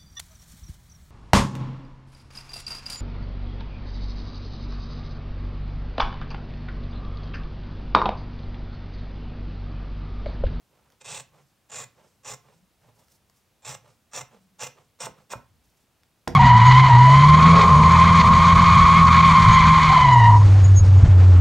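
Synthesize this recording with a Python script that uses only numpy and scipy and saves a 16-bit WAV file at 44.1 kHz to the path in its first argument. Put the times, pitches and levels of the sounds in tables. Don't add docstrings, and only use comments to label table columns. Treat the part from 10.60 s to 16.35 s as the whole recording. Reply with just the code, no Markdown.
import sys
import numpy as np
from scipy import signal
from scipy.fft import rfft, irfft, next_fast_len
from scipy.io import wavfile
from scipy.ndimage import map_coordinates

SR = 44100
rng = np.random.default_rng(int(sys.argv[2]) if len(sys.argv) > 2 else 0)


def materialize(psi):
    bounded = np.clip(np.atleast_2d(psi).T, -1, 1)
    quanta = np.round(bounded * 32767).astype(np.int16)
    wavfile.write(sys.argv[1], SR, quanta)


N = 253610


def amp(db):
    return 10 ** (np.asarray(db) / 20)


def unit(x):
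    return x / np.sqrt(np.mean(x ** 2) + 1e-20)


def along(points, hz):
    f, v = np.transpose(points)
    return np.interp(np.log(hz + 1), np.log(f + 1), v)


def clock():
    return np.arange(N) / SR


def wobble(rate):
    knots = rng.standard_normal(int(N * rate / SR) + 4)
    return map_coordinates(knots, [np.arange(N) * rate / SR])


def colour(x, spectrum, peaks=(), size=8192):
    hz = np.fft.rfftfreq(size, 1 / SR)
    db = along(spectrum, hz)
    for centre, width, rise in peaks:
        db = db + rise / (1 + (2 * (hz - centre) / width) ** 2)
    cepstrum = irfft(np.log(amp(db)))
    kernel = irfft(np.exp(rfft(2 * cepstrum[:size // 2], size)))
    return signal.oaconvolve(x, kernel / np.linalg.norm(kernel))[:len(x)]


def stroke(t, start, end, edge):
    rise = np.clip((t - start) / edge + .5, 0, 1)
    fall = np.clip((end - t) / edge + .5, 0, 1)
    return rise * fall


def add(track, s, sound):
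    part = track[round(s * SR):][:len(sound)]
    part += sound[:len(part)]


def burst(t60, size=16384):
    x = rng.standard_normal(size) * amp(-60 * np.arange(size) / SR / t60)
    return x / np.linalg.norm(x)


def friction(rows, spectrum, edge, rough_db, rough_rate):
    t = clock()
    pressure = sum(amp(db) * stroke(t, start, end, edge) for start, end, db in rows)
    rough = unit(amp(rough_db * wobble(rough_rate)) * rng.standard_normal(N))
    return colour(pressure * rough, spectrum)


# (f/Hz, relative level/dB)
HUSH_SPECTRUM = [(15, -60), (25, -14), (64, -2.5), (113, -2), (144, -3), (246, -7), (322, -10),
                 (389, -11.5), (684, -12.5), (782, -12.5), (2060, -19), (2490, -18), (3000, -19),
                 (15500, -26.5)]


def air():
    mid, left, right = (colour(rng.standard_normal(N), HUSH_SPECTRUM) for _ in range(3))
    return amp(-68.5) * mid + amp(-75.5) * np.array([left, right])


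# (f/Hz, t60/s)
ROOM_DECAY = [(100, 0.6), (500, 0.23), (2000, 0.31), (6000, 0.22), (8500, 0.15), (14000, 0.27)]


def room(x):
    hz, t, z = signal.stft(rng.standard_normal(SR // 2), SR, nperseg=256)
    decay = np.exp(-np.log(1000) * t / along(ROOM_DECAY, hz)[:, None])
    tail = signal.istft(z * decay, SR, nperseg=256)[1]
    return signal.fftconvolve(np.pad(x, (SR // 250, 0)), tail / np.linalg.norm(tail))[:N]


# (f/Hz, left minus right level/dB)
LEFT_RIGHT_DB = [(60, 0), (150, -0.5), (380, -5.5), (950, -2.0), (2380, -2), (5980, -1.5), (15000, 0)]
# (f/Hz, phase by which left leads/rad)
LEFT_LEAD = [(0, 0.52), (5600, 0.32), (8610, 0.41), (9040, 0.11), (9820, 0.99), (10800, 0.059),
             (16200, 0.0)]


def place(x, wet_db, wide_db):
    mid, side = x + amp(wet_db) * room(x), amp(wide_db) * room(x)
    m = next_fast_len(N + SR // 2)
    hz = np.fft.rfftfreq(m, 1 / SR)
    half = amp(along(LEFT_RIGHT_DB, hz) / 2) * np.exp(.5j * along(LEFT_LEAD, hz))
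    return irfft(rfft([mid + side, mid - side], m) * [half, 1 / half], m)[:, :N]


# (start t/s, end t/s, first f/Hz, last f/Hz, mid-glide level/dB)
GROAN_GLIDES = [(0.729, 0.872, 158, 139, -62), (1.808, 2.033, 122.5, 180, -62),
                (2.234, 2.559, 147.5, 56, -67), (3.19, 3.334, 125.3, 104, -62),
                (3.726, 3.993, 206.3, 174, -65.5), (4.879, 5.1, 104.8, 50, -62)]
GROAN_DB_PER_OCTAVE = 9


def groans():
    t, out = clock(), np.zeros(N)
    waver = 1 + 0.0735 * wobble(55)
    for start, end, first_hz, last_hz, db in GROAN_GLIDES:
        octaves = np.interp(t, [start, end], [-.5, .5]) * np.log2(last_hz / first_hz)
        pitch = np.sqrt(first_hz * last_hz) * 2 ** octaves * waver
        level = amp(db + GROAN_DB_PER_OCTAVE * octaves) * stroke(t, start, end, edge=0.061)
        out += level * np.sin(2 * np.pi * np.cumsum(pitch) / SR)
    return out * amp(0.63 * wobble(30))


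# (start t/s, end t/s, hiss level/dB, dull table drag level/dB)
CLOTH_SLIDES = [(0.107, 0.344, -88, -69), (2.212, 2.31, -75, -64), (2.358, 2.445, -69, -68.5),
                (2.45, 2.572, -67.5, -83), (2.74, 2.814, -70.5, -82), (5.005, 5.234, -75.5, -86)]
# (f/Hz, relative level/dB)
CLOTH_SPECTRUM = [(200, -4), (1000, -12.5), (2500, -15), (5500, -2.5), (9000, -6.5), (15000, -10)]
# (f/Hz, relative level/dB)
RUB_SPECTRUM = [(60, -23), (130, 5), (300, -9), (520, 5), (680, -3.5), (900, 1), (1200, -4.5),
                (1600, -10.5), (3500, -15.5), (4500, -21.5), (7500, -23), (10000, -34), (16000, -38)]


def cloth():
    hiss_rows = [(start, end, db) for start, end, db, _ in CLOTH_SLIDES]
    drag_rows = [(start, end, db) for start, end, _, db in CLOTH_SLIDES]
    hiss = friction(hiss_rows, CLOTH_SPECTRUM, edge=0.043, rough_db=4.0, rough_rate=90)
    drag = friction(drag_rows, RUB_SPECTRUM, edge=0.02, rough_db=2.5, rough_rate=150)
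    return hiss + drag


# (f/Hz, relative level/dB)
BLOW_SPECTRUM = [(30, -42), (120, -22), (400, 13), (1400, 2), (2200, -3), (3700, -10), (5500, -31),
                 (16000, -41)]


def strike(modes, blow_db, scatter_db, blur, lowest_hz):
    t = np.arange(SR // 2) / SR
    ring = amp(blow_db) * colour(signal.unit_impulse(len(t)), BLOW_SPECTRUM)
    for hz, db, t60 in modes:
        drift = blur * np.cumsum(rng.standard_normal(len(t))) / np.sqrt(t60 * SR)
        decay = np.exp(-np.log(1000) * t / t60)
        ring += amp(db + scatter_db * rng.normal()) * decay * np.sin(2 * np.pi * hz * t + drift)
    return signal.sosfilt(signal.butter(2, lowest_hz, "high", fs=SR, output="sos"), ring)


# (f/Hz, mean relative level/dB, t60/s)
TABLETOP_MODES = [(52.5, -22, 0.56), (86, -20, 0.62), (109, -15, 0.33), (140, -32, .25), (180, -18.5, 0.23),
                  (245, -13.5, 0.56), (280, -7, 0.12), (352, -15, 0.28), (485, -13, 0.22), (710, -20, 0.09),
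                  (776, -12, 0.12), (910, -20, .15), (996, -21, 0.14), (1410, -4.5, 0.023),
                  (1920, -15, 0.034), (3570, -38, 0.11), (4370, -35, .07), (5600, -26, .15),
                  (5850, -32, 0.14)]
# (f/Hz, relative level/dB)
CLINK_SPECTRUM = [(500, -17), (3000, -17), (4500, -1.5), (5700, 1.5), (7300, -9.5), (9000, -16),
                  (12000, -11.5), (16000, -30)]
# (f/Hz, relative level/dB)
CLATTER_SPECTRUM = [(200, -7), (450, -9), (720, 10.5), (1000, -5), (1500, -11), (2200, -11), (3000, -24),
                    (6000, -27), (12000, -45)]
# (f/Hz, relative level/dB)
THUD_SPECTRUM = [(30, -35), (55, -6), (110, 6), (160, -4.5), (260, -7.5), (450, -16), (1000, -30),
                 (3000, -55)]


def set_down():
    out = np.zeros(N)
    tabletop = strike(TABLETOP_MODES, blow_db=14, scatter_db=1.0, blur=2.8, lowest_hz=50)
    add(out, 5.6754, -amp(-22.0) * tabletop)
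    add(out, 5.676, amp(-4.5) * colour(burst(t60=0.013), BLOW_SPECTRUM))
    add(out, 5.678, amp(-7.5) * colour(burst(t60=0.16), CLATTER_SPECTRUM))
    add(out, 5.6783, amp(-9.0) * colour(burst(t60=0.0096), CLINK_SPECTRUM))
    add(out, 5.6825, amp(-34) * colour(burst(t60=0.026), CLINK_SPECTRUM))
    add(out, 5.684, amp(-3.5) * colour(burst(t60=0.32), THUD_SPECTRUM))
    add(out, 5.740, amp(-12) * colour(burst(t60=0.036), THUD_SPECTRUM))
    return out


# (t/s, relative level/dB)
BLADE_TICKS = [(0.302, -48.5), (.322, -49), (2.483, -50), (2.698, -45.5), (3.279, -54), (5.434, -47.5)]
# (f/Hz, relative level/dB)
TICK_SPECTRUM = [(300, -20), (1500, 4), (3000, -4.5), (5500, 1), (7500, -7), (15000, -8)]
# (t/s, relative level/dB)
HANDLE_KNOCKS = [(1.236, -35), (3.609, -26), (4.469, -16.5), (4.7354, -12)]
# (f/Hz, mean relative level/dB, t60/s)
HANDLE_MODES = [(539, -6, 0.074), (645, -15, 0.082), (887, -10, 0.06), (1063, -3, 0.021), (1287, -13, .04),
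                (1462, -19, 0.056), (1940, -37, 0.027)]


def contacts():
    out = np.zeros(N)
    for s, db in BLADE_TICKS:
        add(out, s, amp(db + 8.5) * colour(burst(t60=0.014), TICK_SPECTRUM))
    for s, db in HANDLE_KNOCKS:
        knock = strike(HANDLE_MODES, blow_db=-16, scatter_db=2.0, blur=2.4, lowest_hz=473)
        add(out, s, amp(db - 9.5) * knock)
        add(out, s + 0.01714, amp(db - 1.5) * colour(burst(t60=0.117), THUD_SPECTRUM))
    return out


USUAL_CUT_S = 0.067
TURN_S, TURN_SHARE = .083, .45
RUB_DB, RUB_DB_PER_DOUBLING = -59, 4
WHISPER_DB, WHISPER_STRETCH = -74.5, 1.73


def reopenings():
    rubs, whispers = [], []
    for start, end, _, _, _, _, _, length, *_ in SNIP_STROKES:
        if length > .01:
            turn = end + TURN_S + TURN_SHARE * (end - start)
            rub_db = RUB_DB + RUB_DB_PER_DOUBLING * np.log2(USUAL_CUT_S / length)
            rubs.append((turn, turn + length, rub_db))
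            whispers.append((turn, turn + WHISPER_STRETCH * length, WHISPER_DB))
    rub = friction(rubs, RUB_SPECTRUM, edge=0.038, rough_db=2.5, rough_rate=150)
    whisper = friction(whispers, EDGE_SPECTRUM, edge=0.1, rough_db=4.0, rough_rate=52)
    return rub + whisper


def threads(t, rate, life, spread_db, scrape):
    unevenness = rng.exponential(1, len(t)) * np.exp(.5 * wobble(rate)[:len(t)])
    passed = np.cumsum(rate / SR * unevenness)
    snaps = np.diff(np.floor(passed), prepend=0) * amp(spread_db * rng.standard_normal(len(t)))
    fibres = signal.lfilter([1], [1, -np.exp(-1 / (life * SR))], snaps)
    return unit((unit(fibres) + scrape) * rng.standard_normal(len(t)))


def travelling(x, closing, spectrum, peaks, shift, scatter_db):
    out = 0
    for share in (.5 - closing, .5 + closing):
        moved = [(hz * (1 + shift * rng.normal()), width, db + scatter_db * rng.normal())
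                 for hz, width, db in peaks]
        out = out + colour(x * share, spectrum, moved)
    return out


TOUCH_S, TOUCH_DB = 0.0064, -19
GRIP_S = 0.013
STALL_DB = -6
LAST_S, LAST_DB = .012, -1.5


def squeeze(t, closing, start, end, swell_db, grip_s, grip_db, last_s):
    arch_db = -3.5 * (2 * closing) ** 2
    force = amp(1.0 + swell_db * closing + arch_db) * stroke(t, start, end, edge=0.0019)
    grip, shut = start - grip_s, end + last_s
    stages = [(grip - TOUCH_S, start, TOUCH_DB),
              (grip, grip + GRIP_S, grip_db),
              (end, shut, STALL_DB),
              (shut - LAST_S, shut, LAST_DB)]
    for first, last, db in stages:
        force = np.maximum(force, amp(db) * stroke(t, first, last, edge=0.0037))
    return force


# (start t/s, end t/s, relative level/dB, swell/dB, grip ahead of the start/s,
# grip level against the cut/dB, last catch after the end/s, reopening length/s (0 = stays shut),
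# high blade ring f/Hz, low blade ring f/Hz, low ring rise/dB, relative thump level/dB)
SNIP_STROKES = [(0.444, 0.582, -40, 6, .035, -8, 0.027, 0.09, 8070, 3800, 2.5, -12.5),
                (1.114, 1.226, -40, 3.5, 0.017, -9, 0.019, 0.12, 7400, 2640, 1, -12.5),
                (1.646, 1.727, -39.5, 5, 0.0073, -18, .020, 0.095, 7200, 5600, 5.3, -9.5),
                (3.047, 3.121, -39.5, 3.5, 0.019, -17.5, 0.032, 0.088, 7530, 5700, 5, -6),
                (3.533, 3.597, -38, 2, 0.013, -15.5, 0.022, 0.073, 7350, 5700, 6.8, -12),
                (4.001, 4.055, -37.5, 0, 0.0097, -10, .022, 0.054, 7150, 5600, 4.2, -10.5),
                (4.402, 4.457, -38, -3.5, .007, -13, 0.0091, 0.059, 8200, 5600, 3.2, -12),
                (4.702, 4.733, -41, 8, 0.00094, -20, 0, 0, 8300, 5440, 1.5, -11)]
# (f/Hz, relative level/dB)
EDGE_SPECTRUM = [(800, -24.5), (2200, -12), (2500, -4), (3100, -5.5), (4000, -6), (4600, -3.5), (5300, 2.5),
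                 (6600, -0.5), (8300, 0), (9000, -8), (10500, -14.5), (12000, -23), (16000, -49)]
# (f/Hz, width/Hz, rise/dB)
STEEL_PEAKS = [(2430, 176, 12), (2677, 266, 10.5), (3470, 880, 10.5), (5400, 360, 0), (5840, 190, 5),
               (6330, 99, 2.5), (7060, 600, 8.5), (8290, 210, 5)]
# (f/Hz, relative level/dB)
BODY_SPECTRUM = [(60, -40.5), (250, -4), (330, -17.5), (430, -2.5), (1000, -5.5), (1500, -6), (2100, -8.5),
                 (3000, -12.5), (4300, -14), (6000, -20.5), (10000, -45), (16000, -35)]
# (f/Hz, width/Hz, rise/dB)
TABLE_PEAKS = [(531, 61, 12.5), (707, 34, 5.5), (859, 80, 11), (1111, 150, 10), (1390, 200, 2),
               (1748, 310, 5.5), (2071, 66, 12)]
# (f/Hz, relative level/dB)
FIZZ_SPECTRUM = [(4000, -22), (9000, 1), (10500, 5), (12500, 9), (15000, 10.5), (16500, 19)]
# (f/Hz, relative level/dB)
THUMP_SPECTRUM = [(30, -27), (65, -10.5), (95, -1), (130, 7), (165, -5), (220, -13), (500, -32)]
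FIZZ_DB, FIZZ_DB_PER_DOUBLING = -14, 4.5
TABLE_DB, TABLE_DB_PER_DOUBLING = -3.5, 1.9


def snips():
    out = np.zeros(N)
    for (start, end, db, swell_db, grip_s, grip_db, last_s, _,
         high_hz, low_hz, low_db, thump_db) in SNIP_STROKES:
        t = start - .1 + np.arange(SR // 2) / SR
        closing = np.clip((t - start) / (end - start), 0, 1) - .5
        speed = np.log2(USUAL_CUT_S / (end - start))
        force = amp(db) * squeeze(t, closing, start, end, swell_db, grip_s, grip_db, last_s)
        cut = force * threads(t, rate=600, life=0.0011, spread_db=2.0, scrape=1.0)
        bite = (force / force.max()) ** 0.25
        rings = STEEL_PEAKS + [(high_hz, 900, 6), (low_hz, 700, low_db)]
        blades = travelling(cut * bite, closing, EDGE_SPECTRUM, rings, shift=0.013, scatter_db=1.5)
        table = travelling(cut * amp(2 * closing), closing, BODY_SPECTRUM, TABLE_PEAKS,
                           shift=0.022, scatter_db=1.4)
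        table *= amp(TABLE_DB + TABLE_DB_PER_DOUBLING * speed)
        fizz = colour(cut * bite * amp(10 * closing), FIZZ_SPECTRUM)
        fizz *= amp(FIZZ_DB + FIZZ_DB_PER_DOUBLING * speed)
        thump = amp(thump_db - 3.0) * colour(cut * amp(4.7 * closing), THUMP_SPECTRUM)
        add(out, t[0], blades + table + fizz)
        add(out, t[0] + .008, thump)
    return out


def scene():
    work = snips() + reopenings() + contacts() + cloth() + groans()
    placed_work = place(work, wet_db=-9.5, wide_db=-20.5)
    placed_clack = place(set_down(), wet_db=-10.5, wide_db=-18.0)
    return placed_work + placed_clack + air()


TOP_HZ = 15780


def record(dry):
    m = next_fast_len(N + SR // 2)
    kept = np.fft.rfftfreq(m, 1 / SR) < TOP_HZ
    return irfft(rfft(dry, m) * kept, m)[..., :N]


dry = scene()
out = record(dry)
materialize(out)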